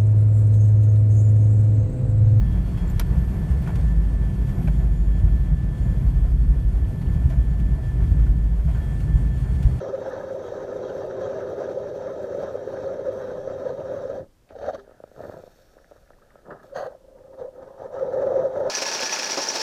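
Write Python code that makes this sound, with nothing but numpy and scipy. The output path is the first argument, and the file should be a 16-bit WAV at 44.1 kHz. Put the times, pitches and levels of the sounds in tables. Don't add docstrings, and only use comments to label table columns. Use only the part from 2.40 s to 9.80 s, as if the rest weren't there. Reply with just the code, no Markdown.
import sys
import numpy as np
from scipy import signal
from scipy.fft import rfft, irfft
from scipy.io import wavfile
from scipy.ndimage import uniform_filter1d

SR = 44100
rng = np.random.default_rng(int(sys.argv[2]) if len(sys.argv) > 2 else 0)


def int16_out(signal):
    q = np.round(np.clip(np.atleast_2d(signal).T, -1, 1) * 32767)
    wavfile.write(sys.argv[1], SR, q.astype(np.int16))


N = 326340
TIME = np.arange(N) / SR


def gain_of(db):
    return 10 ** (np.asarray(db) / 20)


def unit_rms(x):
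    return x / np.sqrt(np.mean(x ** 2) + 1e-20)


def curve(points):
    return np.interp(TIME, *np.transpose(points))


def add(mix, s, sound):
    part = mix[max(round(s * SR), 0):][:len(sound)]
    part += sound[:len(part)]


def noise(gain):
    spectrum = rfft(rng.standard_normal(N)) * gain(np.fft.rfftfreq(N, 1 / SR))
    return unit_rms(irfft(spectrum, N))


def coloured(eq):
    points_hz, db = np.transpose(eq)
    return noise(lambda hz: gain_of(np.interp(np.log(hz + 1), np.log(points_hz + 1), db)))


def drift(top_hz):
    t = TIME[::128]
    rates = top_hz * np.geomspace(.1, 1, 16)
    slow = sum(np.sin(2 * np.pi * (f * t + rng.random())) / np.sqrt(f) for f in rates)
    return np.interp(TIME, t, unit_rms(slow))


def tone(cycles):
    return np.sqrt(2) * np.cos(2 * np.pi * cycles)


def resonance(hz, centre_hz, width_hz):
    return 1 / (1 + (2 * (hz - centre_hz) / width_hz) ** 2)


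def wavering(hz, db, wander, flutter_db):
    pitch = hz * (1 + wander * (drift(1) + .4 * drift(25)))
    level = gain_of(db + flutter_db * (.4 * drift(3) + .7 * drift(30)))
    return level * tone(np.cumsum(pitch) / SR)


# (time [s], gain [dB])
AIR_RIDE = [(0, -0.5), (.45, 2), (.95, 1.5), (1.38, 3), (1.6, -0.5), (2.25, 1.5), (2.58, -2), (2.85, -0.5),
            (3.2, -2), (3.48, 0.5), (4.05, -2.5), (4.82, 0), (5.17, -1.5), (5.67, 0), (6.1, -3), (6.35, 1),
            (6.85, 0), (7.4, 2)]
# (frequency [Hz], relative level [dB])
RUSH_EQ = [(150, 5), (300, 0.5), (480, 2), (570, -1), (680, 1), (790, -4.5), (1000, -6.5), (1250, -11),
           (1550, -11), (1900, -13.5), (2500, -19.5), (4000, -74)]
# (frequency [Hz], relative level [dB])
HISS_EQ = [(1000, 13.5), (2200, 12.5), (2800, 13), (3300, 13), (3900, 7.5), (4500, 7), (6000, 6), (8000, 5),
           (10500, 4.5), (12300, -0.5), (13200, -1.5), (15000, -3.5)]


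def air_bed(rush_db=-44, hiss_db=-58, rush_follow=.97, fade_db_per_s=.09):
    ride_db = curve(AIR_RIDE)
    easing_db = fade_db_per_s * (TIME - TIME.mean())
    rush = gain_of(rush_db + rush_follow * ride_db - easing_db + 1.03 * drift(30)) * coloured(RUSH_EQ)
    hiss = gain_of(hiss_db + ride_db + .98 * drift(45)) * coloured(HISS_EQ)
    return rush + hiss


# (time [s], nominal pitch [Hz], gain [dB], half length [s])
TONE_SWELLS = [(3.9, 383.5, -4, .4), (5.7, 337, -5, .5), (.42, 3290, 7, .4), (1.15, 3290, -5, .3),
               (3.15, 3290, 6, .4), (4.7, 3290, 3, .4), (6.45, 3290, 6, .25), (7.1, 3290, 3.5, .2),
               (2.6, 7070, 8, .3), (3.48, 7070, 9, .15), (6.7, 7070, 7, .6), (1.65, 8259, 6, .2),
               (6.7, 8259, 6.5, .6), (7.2, 8748, 6, .4), (.9, 11440, 8, .15), (1.85, 11440, -6, .15),
               (2.2, 11440, 7.5, .25), (2.97, 11440, 6, .1), (3.25, 11440, -6, .15), (3.65, 11440, 5, .15),
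               (4.65, 11440, 5, .3), (6.35, 11440, 5, .15), (1.2, 9960, 6, .3), (2.1, 9960, 5, .25),
               (4.2, 9960, 3, .7)]


def swell_db(tone_hz):
    return sum(db * np.exp(-((TIME - s) / half_s) ** 2)
               for s, hz, db, half_s in TONE_SWELLS if hz == tone_hz)


# (pitch [Hz], base level [dB], wander [share of pitch])
DRONES = [(337, -56, .002), (383.5, -53.5, .002), (3145, -81, .003), (3515, -83, .0005), (4818, -84, .001),
          (5739, -86, .001), (8043, -87, .001), (9960, -83, .001), (12640, -81, .0015)]


def engine_hum():
    return sum(wavering(hz, db + swell_db(hz), wander, flutter_db=3) for hz, db, wander in DRONES)


# (pitch [Hz], base level [dB])
BLADE_TONES = [(3290, -75.5), (4376, -77), (7070, -79), (8259, -79), (8748, -82)]


def engine_blades(follow=.96):
    ride_db = follow * curve(AIR_RIDE)
    return sum(wavering(hz, db + ride_db + swell_db(hz) + .2 * drift(2.64), wander=.0008, flutter_db=4.2)
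               for hz, db in BLADE_TONES)


# (time [s], pitch [Hz])
WHISTLE_PITCH = [(0, 11415), (.7, 11474), (1.5, 11495), (2.3, 11475), (3.0, 11425), (3.8, 11392),
                 (4.6, 11390), (5.1, 11445), (7.4, 11440)]


def turbine_whistle(start_db=-73.5, fade_db_per_s=.6, nominal_hz=11440):
    level_db = start_db - fade_db_per_s * TIME + .2 * drift(2.7) + swell_db(nominal_hz)
    return wavering(curve(WHISTLE_PITCH), level_db, wander=.0003, flutter_db=2)


# (time [s], level [dB])
WHINE_RIDE = [(0, -58), (.3, -65), (.55, -57), (2.2, -56), (2.55, -62.5), (2.8, -59), (3.4, -58.5),
              (3.7, -62), (4.52, -60.5), (4.72, -56.5), (5.35, -57.5), (5.85, -58.5), (6.08, -61.5),
              (6.22, -73), (6.36, -57.5), (6.55, -55), (6.9, -57.5), (7.4, -62)]


def engine_whine(hz=1757.6, jitter=.003):
    return wavering(hz * (1 + jitter * drift(40)), curve(WHINE_RIDE), wander=.0012, flutter_db=2.7)


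# (time [s], pitch [Hz], level [dB], length [s], jitter [share of pitch])
SQUEAK_CUES = [(.474, 7350, -54, .012, .03), (.494, 7250, -52, .016, .03), (.478, 14150, -57, .055, .005),
               (.658, 14130, -63, .025, .005), (1.208, 14700, -59, .03, .01), (1.262, 2400, -47, .01, .08),
               (2.272, 2550, -44, .009, .05), (4.435, 3300, -60, .03, .12), (4.655, 2850, -58, .03, .14)]


def squeaks():
    out = np.zeros(N)
    for s, hz, db, length, jitter in SQUEAK_CUES:
        size = int(length * SR)
        wobble = unit_rms(uniform_filter1d(rng.standard_normal(SR // 4), size=30))[:size]
        pitch = hz * (1 + jitter * wobble)
        add(out, s, gain_of(db) * np.hanning(size) * tone(np.cumsum(pitch) / SR))
    return out


# (frequency [Hz], relative level [dB])
SNAP_EQ = [(800, -29), (2500, -17), (3150, -8), (3400, -7), (3800, 11), (4150, -6), (4400, 4), (4600, -5),
           (4900, 13.5), (5300, -8), (5750, 6), (6700, -2.5), (7330, 0), (8800, -30), (10800, 4),
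           (11400, -5), (12000, 5), (12600, -3), (13200, 8), (13900, -3), (14700, -3), (15300, -18)]


def latch(at_s=.5955, snap_db=-27, rise_s=.0014, snap_s=.0048, echo_db=-17, echo_s=.011):
    envelope, t = np.zeros(N), np.arange(SR // 4) / SR
    attack = 1 - np.exp(-t / rise_s)
    snap = np.exp(-(t / snap_s) ** 2)
    echo = gain_of(echo_db) * np.exp(-t / echo_s)
    add(envelope, at_s, attack * (snap + echo))
    return gain_of(snap_db) * envelope * coloured(SNAP_EQ)


# (centre [Hz], width [Hz], relative level [dB])
TRIM_MODES = [(617, 90, -4), (900, 62, 7), (1040, 80, 8.5), (1225, 260, -2.5), (1436, 250, 9),
              (1730, 106, 0), (1970, 310, 3), (2300, 55, 7.5), (2610, 210, -3), (3150, 170, -2)]
# (frequency [Hz], relative level [dB])
THUD_EQ = [(250, -10), (450, 5), (560, -22), (660, 7.5), (760, -1), (950, 0), (1500, -33)]
# (frequency [Hz], relative level [dB])
CRACK_EQ = [(1200, -12), (2700, 0), (4000, -5), (7000, -9), (11000, -13), (15000, -17)]
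# (time [s], base level [dB], hardness [dB], decay [s], panel note [Hz])
KNOCK_CUES = [(.372, -49, 7.5, 0.013, 905), (0.595, -32, 7.5, 0.0074, 1730), (0.611, -43, 6, 0.0059, 870),
              (1.274, -39, -1.5, 0.0078, 1450), (1.289, -47, -9, 0.01, 853), (1.303, -52, -7, 0.014, 650),
              (1.354, -47.5, 12, 0.009, 1040), (2.09, -50, 2, 0.013, 1460), (2.274, -42, 2, 0.0067, 870),
              (2.281, -43, -10, 0.0067, 595), (2.88, -49, -7, 0.0074, 626), (4.614, -50, 7, 0.011, 900),
              (4.896, -55, 15.5, 0.013, 640), (4.901, -56, -13.5, 0.024, 642),
              (4.919, -55, -2, 0.015, 1560), (5.198, -53, 9, 0.011, 900), (5.378, -59, -11, .02, 637),
              (5.60, -55, 3, 0.056, 646), (5.79, -55, 4, .02, 880), (5.865, -51, -3, 0.01, 1440),
              (6.277, -51, -7, 0.026, 670), (6.345, -52, 3, 0.03, 1550), (6.60, -54, 13, 0.015, 905),
              (7.224, -51.5, 13.5, .016, 1400)]


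def rattles(note_db=-3, thud_db=-5, crack_db=-13, rise_share=.18):
    ring = noise(lambda hz: sum(gain_of(db) * resonance(hz, f, width) for f, width, db in TRIM_MODES))
    layers = gain_of(thud_db) * coloured(THUD_EQ), ring, gain_of(crack_db) * coloured(CRACK_EQ)
    envelopes, notes, t = np.zeros((3, N)), np.zeros(N), np.arange(SR // 4) / SR
    for s, db, hard_db, decay, hz in KNOCK_CUES:
        blow = (1 - np.exp(-t / (rise_share * decay))) * np.exp(-t / decay)
        blow = gain_of(db) * blow / blow.max()
        add(notes, s, gain_of(note_db - hard_db) * blow * tone(hz * t + rng.random()))
        for envelope, tilt_db in zip(envelopes, (-hard_db, 0, hard_db)):
            add(envelope, s, gain_of(tilt_db) * blow)
    return notes + sum(envelope * layer for envelope, layer in zip(envelopes, layers))


# (time [s], level [dB])
SWAY_RIDE = [(0, -37), (.6, -23), (.9, -40), (2.3, -28), (2.8, -36), (3.3, -39), (3.9, -27), (5.1, -31),
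             (6.4, -31.5), (7.4, -52)]
# (frequency [Hz], relative level [dB])
SWAY_EQ = [(10, -41), (24, -16), (31, -17), (38, 11.5), (48, 2), (70, -16), (200, -86)]


def airframe():
    return gain_of(curve(SWAY_RIDE)) * coloured(SWAY_EQ)


# (frequency [Hz], relative level [dB])
FLOOR_EQ = [(90, -21), (125, -5), (150, 3), (175, -0.5), (195, -6), (230, -11), (300, -15), (420, -28),
            (800, -49), (3000, -110)]
# (frequency [Hz], relative level [dB])
RUMBLE_EQ = [(30, -23), (60, 4), (80, 5.5), (115, 8), (135, 7.5), (160, -13), (250, -59), (1000, -110)]
# (frequency [Hz], relative level [dB])
BOOM_EQ = [(20, -54), (31, -19), (38, -10.5), (52, -0.5), (66, -2.5), (85, -14), (250, -99.5)]
# (time [s], roughness [dB])
ROUGHNESS_RIDE = [(0, 0), (.4, -4.5), (.75, -1), (1.0, -4.5), (1.35, 0.5), (1.7, -3.5), (2.25, 2.5),
                  (2.65, -5.5), (2.88, 2), (3.3, -5), (3.5, 1.5), (3.8, -3), (4.4, -2), (4.8, 0),
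                  (5.45, -3.5), (5.72, 3.5), (6.18, -5), (6.7, 1), (7.4, -1.5)]


def pavement(rumble_db=-27, drum_db=-30.5, boom_db=-25, follow=.65, patchy_db=1, jolt_db=.43):
    pace = curve(WHEEL_SPEED) ** (1 / 3)
    drum = np.interp(np.cumsum(pace / pace.mean()), np.arange(N), coloured(FLOOR_EQ))
    rumble = gain_of(rumble_db) * coloured(RUMBLE_EQ) + gain_of(boom_db) * coloured(BOOM_EQ)
    shake = gain_of(jolt_db * drift(12)) * rumble + gain_of(drum_db + patchy_db * drift(12)) * drum
    return gain_of(follow * curve(ROUGHNESS_RIDE)) * shake


# (time [s], boom level [dB], boom pitch [Hz])
SEAM_CUES = [(0.124, -21, 93), (0.547, -17.5, 80.6), (.698, -16, 88.3), (0.758, -12, 62),
             (1.098, -10.5, 64.3), (1.418, -14, 62.3), (2.286, -18, 52.3), (2.82, -12.5, 84.3),
             (3.11, -12, 60.4), (4.748, -12, 65), (4.841, -7.5, 67.2), (4.967, -19, 54), (5.70, -14, 87.5),
             (6.244, -9, 55), (6.375, -20, 68.4), (6.736, -11, 54.3), (7.243, -5.5, 52)]


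def bumps(rise_s=.018, panel_hz=138, panel_db=-8):
    out, t = np.zeros(N), np.arange(SR // 4) / SR
    envelope = (t / rise_s * np.exp(1 - t / rise_s)) ** 2
    for s, db, hz in SEAM_CUES:
        boom = -np.sin(2 * np.pi * hz * t)
        drum_hz = panel_hz * rng.uniform(.757, 1.206)
        panel = gain_of(panel_db) * np.sin(2 * np.pi * (drum_hz * t + rng.random()))
        add(out, s, gain_of(db) * envelope * (boom + panel))
    return out


# (time [s], speed [turns/s])
WHEEL_SPEED = [(0, 13.64), (.7, 13.4), (1.5, 13.08), (2.4, 12.61), (3.2, 12.19), (4.1, 11.69), (5.2, 10.88),
               (5.9, 10.63), (6.6, 10.28), (7.4, 9.91)]
# (time [s], level [dB])
THROB_RIDE = [(0, -16.5), (.2, -19.5), (.45, -50), (.8, -27), (1.15, -36), (1.55, -15.5), (2, -26),
              (2.4, -16), (3.1, -19.5), (3.3, -26.5), (3.7, -15.5), (4.3, -15.5), (4.6, -28), (5.05, -17.5),
              (5.33, -17), (5.5, -32.5), (5.68, -13), (6.0, -18), (6.5, -27), (7.4, -35)]
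# (harmonic [multiple of wheel speed], relative level [dB])
TREAD_HARMONICS = [(6, -37), (7, -35), (8, -38), (10, -48.5), (11, -39), (12, -44.5), (13, -36.5),
                   (14, -51.5), (15, -42.5), (16, -58)]


def tyre(boom_hz=52.84, boom_width_hz=11.1, contact_s=2.375, wobble_db=1.55, tread_db=-2.5, load_db=1.5):
    rate = curve(WHEEL_SPEED)
    turns = np.cumsum(rate) / SR
    turns -= np.interp(contact_s, TIME, turns)
    throb, tread = np.zeros((2, N))
    for k in (3, 4, 5):
        wobble = gain_of(wobble_db * drift(1.47))
        throb += resonance(k * rate, boom_hz, boom_width_hz) * wobble * tone(k * turns)
    for k, db in TREAD_HARMONICS:
        level = gain_of(db + load_db * drift(1.406))
        tread += level * tone(round(k) * turns + rng.random())
    return gain_of(curve(THROB_RIDE)) * throb + gain_of(tread_db) * tread


def scene():
    rolling = tyre() + pavement() + airframe() + bumps()
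    background = air_bed() + engine_hum() + engine_blades() + turbine_whistle() + engine_whine()
    fittings = rattles() + latch() + squeaks()
    return (background + fittings + rolling)[None]


def record(dry, fade_s=.006, cutoff_hz=15300):
    fade = np.clip(np.minimum(TIME, TIME[::-1]) / fade_s, 0, 1)
    high_cut = signal.firwin(1023, cutoff_hz, window=("kaiser", 9), fs=SR)
    return signal.oaconvolve(dry * fade, high_cut[None], "same")


dry = scene()
out = record(dry)
int16_out(out)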